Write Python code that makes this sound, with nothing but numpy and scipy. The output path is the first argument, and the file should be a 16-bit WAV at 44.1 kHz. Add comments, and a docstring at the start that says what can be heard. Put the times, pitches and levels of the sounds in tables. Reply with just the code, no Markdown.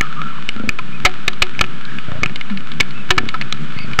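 """Wild pigs foraging in dry leaves

A sow and her piglets feed close to a trail camera, over a low forest hum. Leaves crackle,
twigs snap and sticks knock. The sow's throat flaps in slow rattling grunts, the piglets give
soft low ones, thin squeaks come and go, and one grunt is a clear hoot. The camera's case
rings with every snap, and its off-centre input overloads on the loud ones."""
import sys
import numpy as np
from scipy import signal
from scipy.fft import rfft, irfft
from scipy.io import wavfile

SR = 44100
rng = np.random.default_rng(int(sys.argv[2]) if len(sys.argv) > 2 else 0)


def store_wav(level_fs):
    """Save 16-bit WAV to argv[1]."""
    pcm = np.round(np.clip(np.atleast_2d(level_fs), -1, 1) * 32767)
    wavfile.write(sys.argv[1], SR, pcm.T.astype(np.int16))


N = 176400


def undb(db):
    return 10 ** (np.asarray(db) / 20)


def level(x, db):
    """Scale to an rms level."""
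    return x * undb(db) / np.sqrt(np.mean(x ** 2) + 1e-18)


def add(out, start, x):
    """Mix a sound in at a time in seconds."""
    i = max(int(start * SR), 0)
    out[i:i + len(x)] += x[:max(len(out) - i, 0)]


def colour(x, points, size=4096):
    """Causal filter through (Hz, dB) points."""
    hz, db = np.array(points, float).T
    gain = undb(np.interp(np.log(np.arange(size // 2 + 1) * SR / size + 1), np.log(hz), db))
    cepstrum = irfft(np.log(gain))[:size // 2]
    cepstrum[1:] *= 2
    return signal.fftconvolve(x, irfft(np.exp(rfft(cepstrum, size))))[:len(x)]


def ring(x, hz, width):
    """One resonance, gain 1 at its centre."""
    return signal.lfilter(*signal.iirpeak(hz, hz / width, fs=SR), x)


def walk(rate, size):
    """Smooth random drift with a spread of 1."""
    k = int(SR / rate)
    steps = rng.standard_normal(size // k + 2)
    return np.interp(np.arange(size) / k, np.arange(len(steps)), steps)


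def arch(u):
    """Rises and falls once as u goes from 0 to 1."""
    return np.sin(np.pi * np.clip(u, 0, 1))


def pulses(hz):
    """One click at the start and one for each further cycle."""
    return np.diff(np.floor(np.cumsum(hz) / SR), prepend=-1)


# The tone of the forest background: frequency_hz, gain_db
AIR_TONE = [(25, -28), (85, -14), (140, -1), (210, 0), (320, -9.5), (500, -16.5), (900, -20.5),
            (2000, -49.5)]


def forest_air():
    """A low background noise that wavers in loudness."""
    hum = colour(rng.standard_normal(N), AIR_TONE)
    return level(hum * undb(0.77 * walk(15, N)), db=-38)


# How the rustle rises and falls: time_s, relative_level_db
RUSTLE_LEVELS = [(0.0, -35.5), (0.07, -38), (0.73, -40), (1.21, -39), (1.88, -39.5), (2.08, -38.5),
                 (2.66, -40.5), (2.91, -38.5), (3.13, -39.5), (3.6, -39), (4.0, -36.5)]
# The tone of dry leaves: frequency_hz, gain_db
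LEAF_TONE = [(300, -7.5), (700, -8.5), (1000, 2.5), (1450, 11), (2200, -3), (3300, 1.5), (4400, -7.5),
             (5500, -13), (8000, -19)]


def leaves(crackles_per_s=130):
    """Many small feet stir the leaves: a steady rustle with tiny crackles in it."""
    trend_db = np.interp(np.arange(N) / SR, *np.array(RUSTLE_LEVELS).T)
    loudness = undb(trend_db + 3.5 + .9 * walk(25, N))
    crackles = rng.random(N) < crackles_per_s / SR
    crackles = crackles * undb(7.5 * np.minimum(rng.exponential(size=N), 4))  # a few stand out
    crackles *= rng.choice([-1, 1], N)
    rustle = colour(rng.standard_normal(N) + level(crackles, db=-8.5), LEAF_TONE)
    return loudness * level(camera_case(rustle, depth_db=-8), 0)


# The ways the camera's case rings: pitch_hz, width_hz, gain_db (compared with the direct sound)
CASE_RINGS = [(367.6, 7.6, 11.5), (580, 57, 6), (740, 22, 7), (845, 23, -10.5), (990, 33, -8),
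              (1307, 126, 7), (1758, 86, 8), (2252, 185, 14.5), (2453, 213, 12), (2885, 150, 9),
              (3180, 160, -15), (3545, 200, -1.5), (4335, 1200, -3)]


def camera_case(sound, depth_db=0):
    """Sound shakes the camera's case, which adds its own ringing notes."""
    ringing = sum(undb(db) * ring(sound, hz, width) for hz, width, db in CASE_RINGS)
    return sound + undb(depth_db) * ringing


# The piglets' soft grunts: start_s, length_s, start_pitch_hz, end_pitch_hz, level_db
PIGLET_GRUNTS = [(0, 0.16, 73.5, 77, -37.5), (.14, 0.16, 83.2, 64.4, -32), (.36, 0.11, 67.8, 62.4, -37.5),
                 (.78, 0.25, 63.2, 63.8, -35), (.98, 0.13, 72.8, 67.3, -33.5), (1.12, 0.23, 76.4, 69, -59),
                 (1.5, 0.21, 61.8, 67.5, -34.5), (1.67, 0.14, 77.2, 70.8, -36.5),
                 (1.89, 0.12, 61.65, 73.8, -33), (2.29, 0.051, 68, 67, -32),
                 (2.56, 0.07, 67.4, 85.5, -34.5), (2.7, 0.12, 78, 70.7, -32.5),
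                 (2.81, 0.18, 63.4, 64.2, -36), (2.96, 0.11, 61.1, 81.6, -38),
                 (3.35, 0.15, 73.6, 61.1, -32.5), (3.52, 0.088, 68.6, 74.7, -33),
                 (3.58, 0.094, 74.4, 75.3, -27), (3.67, 0.062, 73.4, 70.6, -36), (3.85, .1, 73.8, 72, -29)]
# The dark tone of a piglet's throat: frequency_hz, gain_db
THROAT_TONE = [(70, -32.5), (105, -11.5), (135, -2), (165, 0), (205, -2.5), (270, -14), (400, -21.5),
               (800, -49.5)]


def piglet_grunts(pitch_wobble=0.039, roughness=0.31):
    """Uneven, rough pulses pass through a throat that muffles them."""
    out = np.zeros(N)
    for start, length, start_hz, end_hz, db in PIGLET_GRUNTS:
        progress = np.linspace(0, 1, int(length * SR))
        glide_hz = start_hz + (end_hz - start_hz) * progress
        pitch = glide_hz * (1 + pitch_wobble * walk(90, len(progress)))
        buzz = level(pulses(pitch), 0)
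        voice = colour(buzz + roughness * rng.standard_normal(len(progress)), THROAT_TONE)
        add(out, start, level(voice * arch(progress) ** .6, db))
    return out


# Twigs breaking: start_s, relative_level_db, splinter_fade_ms, bass_db, treble_db, pitch_hz
TWIG_SNAPS = [(.0099, -3, 1.34, -1, -8, 1920), (0.217, -20, 1.5, 0, 5, 1500),
              (0.4902, -13.5, 1.6, -6, -1, 2800), (0.6911, -3, 0.98, -3, -10.5, 2440),
              (0.7878, -24, 3.5, 12, 6, 2470), (1.0504, 4.5, 5.8, 5, 2.5, 1950),
              (1.2796, -2, 2.66, 1, 2.5, 3780), (1.3322, -28.5, 2.2, 4, 7, 2900),
              (1.4207, 6, 2.98, -1.5, 6, 2700), (1.55, -30.5, 1.5, -7, -10, 2370),
              (1.5923, -9.5, 0.88, -4.5, -0.5, 2500), (1.6105, 2.5, 2.2, 7, 2, 3120),
              (1.6411, -14.5, 0.92, 4, -5, 2260), (1.8521, -24.5, 1.8, -1, 3, 3680),
              (1.986, -15, 1.3, -10.5, -5.5, 2390), (2.1175, -27.5, 1.8, 12, -0.5, 1770),
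              (2.2329, -1.5, 2.25, -2.5, -7, 2285), (2.2597, -8.5, 0.74, -2.5, -14, 2600),
              (2.2962, -27.5, 1.2, 7, -5, 1710), (2.3587, -22.5, 3.2, -0.5, 6.5, 3120),
              (2.4107, -17.5, 1.9, -9.5, 1, 2130), (2.4984, -31, 9.5, 4, -0.5, 1810),
              (2.5735, -19, 2.4, -21, -1, 2870), (2.718, -22.5, 2.5, -4, 3.5, 3530),
              (2.8016, -10, 3.7, 6, -1, 2830), (2.8056, 1.5, 2.1, -1.5, 5.5, 2180),
              (2.9084, -33.5, 1.5, -4, 10, 4350), (3.1053, 3, 3.6, 6, 4.5, 2900),
              (3.1799, -3, 3.1, 2, 1.5, 1720), (3.2885, -17.5, 2.66, -2, 6.5, 3900),
              (3.3416, -26.5, 6.6, 10, 4.5, 1400), (3.4128, -14, 2.5, 0.5, 2, 4480),
              (3.422, -18.5, 0.89, 4, -1, 2600), (3.5252, -11.5, 1.56, -4.5, 10, 3750),
              (3.723, -32.5, 1.2, 6, 4, 3000), (3.788, -22.5, 1.5, -1, 8, 2650),
              (3.9337, -19, 1.3, -18, -0.5, 2330), (3.9894, 3, 1.6, 5.5, -6.5, 1830)]
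# The tone all the snaps share: frequency_hz, gain_db
SNAP_TONE = [(60, 1), (300, -4), (600, -6), (1200, 3.5), (2400, -1), (4000, -1.5), (5500, -15.5),
             (8000, -20)]


def twig_snaps():
    """Each twig cracks, splinters and rings, and the tree trunks scatter a little sound back."""
    out, t = np.zeros(N), np.arange(SR // 8) / SR
    for start, db, splinter_ms, bass_db, treble_db, twig_hz in TWIG_SNAPS:
        splinter = undb(-7) * np.exp(-t / (splinter_ms / 1000))
        scatter = undb(-42.5) * np.exp(-t / 0.016)
        crack = (splinter + scatter) * rng.standard_normal(len(t))
        crack[0] += 1  # the sharp click of the break
        crack += undb(0.5) * ring(crack, twig_hz, width=315)
        twig_tone = [(1200, bass_db), (2100, 0.022), (2700, 0.0015), (4200, treble_db)]
        add(out, start, undb(db) * colour(crack, twig_tone))
    return undb(9) * colour(out, SNAP_TONE)


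# Thin squeaks: start_s, length_s, pitch_hz, bend_hz, roughness (a share of the pitch), level_db
THIN_SQUEAKS = [(0.017, 0.063, 1338, -74, 0.072, -28.5), (0.095, 0.036, 1280, -26, 0.076, -33.5),
                (0.161, .065, 1240, 17, .06, -28.5), (0.213, .115, 1300, 50.5, 0.059, -29.5),
                (.32, 0.091, 1200, 0, 0.11, -36), (0.556, 0.074, 1323, 69, 0.034, -35),
                (0.919, 0.063, 2300, 222, .008, -38), (1.82, 0.2, 1510, 113.5, 0.076, -39.5),
                (2.918, 0.12, 2504, 128, 0.026, -40.5), (3.765, 0.098, 2120, 109, 0.033, -37.5),
                (3.777, 0.089, 2500, 94, .015, -41), (3.769, 0.09, 4440, 190, 0.028, -43)]


def squeaks():
    """Faint whistles, some clear and some wheezy; most bend up or down in the middle."""
    out = np.zeros(N)
    for start, length, hz, bend_hz, roughness, db in THIN_SQUEAKS:
        arc = arch(np.linspace(0, 1, int(length * SR)))
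        pitch = (hz + bend_hz * arc) * (1 + roughness * walk(450, len(arc)))
        whistle = np.sin(2 * np.pi * np.cumsum(pitch) / SR)
        flutter = undb(4.5 * walk(150, len(arc)))
        add(out, start, level(whistle * arc ** 0.32 * flutter, db))
    return out


# The sow's rattling grunts (throat_db and rasp_db are compared with the thump):
# start_s, length_s, flaps_per_s, swell (0 to 1), throat_hz, throat_db, rasp_hz, rasp_db, level_db
SOW_GRUNTS = [(0.562, 0.15, 26.5, 0.48, 215, 7.5, 500, -9, -28),
              (2.084, 0.083, 28.7, 0.15, 146, -18, 617, -11, -29.5),
              (2.187, 0.099, 28, .4, 137, -1, 462, -14, -30),
              (3.174, 0.095, 33, 0.2, 218, 2, 420, -18, -29),
              (3.764, 0.19, 24.7, 0.3, 141, 0, 600, -17, -31.5)]


def sow_grunts(thump_hz=116, thump_width_hz=86):
    """The throat flaps slowly; each flap is a thump with a short ring and a little rasp."""
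    out = np.zeros(N)
    for start, length, rate, swell, throat_hz, throat_db, rasp_hz, rasp_db, db in SOW_GRUNTS:
        t = np.arange(int((length + 0.09) * SR)) / SR  # extra time for the ring to fade
        strength = (1 - swell + swell * arch(t / length) ** 2) * (t < length)
        flaps = pulses(rate * (1 + 0.0056 * walk(27.3, len(t)))) * strength
        flaps *= undb(1.3 * walk(30, len(t)))
        thump = ring(ring(flaps, thump_hz, thump_width_hz), thump_hz, 2 * thump_width_hz)
        # Each flap lets out a puff of noise that quickly fades.
        puff_shape = signal.lfilter([1], [1, -np.exp(-1 / (0.019 * SR))], flaps)
        puffs = puff_shape * rng.standard_normal(len(t))
        rasp = ring(ring(puffs, rasp_hz, width=72), rasp_hz, width=rasp_hz)
        throat = ring(ring(flaps, throat_hz, width=30), throat_hz, width=throat_hz)
        grunt = level(thump, 0) + level(throat, throat_db) + level(rasp, rasp_db)
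        add(out, start, level(grunt, db))
    return out


# Hollow knocks of thicker sticks: start_s, pitch_hz, swell_ms, level_db
STICK_KNOCKS = [(.789, 1025, 4.7, -24), (.789, 1300, 2.4, -17.5), (3.3412, 1312, 3.6, -12),
                (3.345, 992, 5.7, -26)]


def stick_knocks():
    """A stick rings on a slightly unsteady note that swells and dies away very fast."""
    out, t = np.zeros(N), np.arange(SR // 16) / SR
    for start, hz, swell_ms, db in STICK_KNOCKS:
        age = t / (swell_ms / 1000)  # loudest when this reaches 1
        pitch = hz * (1 + .025 * walk(400, len(t)))
        note = np.sin(2 * np.pi * np.cumsum(pitch) / SR)
        add(out, start, undb(db) * age * np.exp(1 - age) * note)
    return out


def hoot(start_s=2.506, length_s=0.1, end_pitch_hz=192.4, drop_hz=55.6):
    """One closed-mouth grunt: a nearly pure note that drops in pitch and fades."""
    out, t = np.zeros(N), np.arange(int(length_s * SR)) / SR
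    pitch = end_pitch_hz + drop_hz * np.exp(-t / 0.011)
    note = np.sin(2 * np.pi * np.cumsum(pitch) / SR)
    fade_in = np.minimum(t / 0.006, 1)
    fade_out = 1 - (t / length_s) ** 1.04
    add(out, start_s, undb(-16) * note * fade_in * fade_out)
    return out


def scene():
    """The ground, the voices and the forest air, added together in one channel."""
    ground = camera_case(twig_snaps()) + stick_knocks() + leaves()
    voices = sow_grunts() + piglet_grunts() + hoot() + squeaks()
    return (ground + voices + forest_air())[None]


def record(dry, offset=-.3034):
    """The camera's input sits off centre, so it flattens loud peaks sooner on one side."""
    clipped = np.clip(dry + offset, -0.63, 0.63) - offset
    dulled = signal.sosfilt(signal.cheby1(10, .1, 8000, fs=SR, output="sos"), clipped)
    # Cutting the treble above 8000 Hz makes peaks overshoot, and they are flattened again.
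    clipped_again = np.clip(dulled + offset, -.715, .715)
    top_cut = signal.ellip(8, .01, 70, 16000, fs=SR, output="sos")  # keeps sound below 16000 Hz
    return signal.sosfiltfilt(top_cut, clipped_again)


dry = scene()
out = record(dry)
store_wav(out)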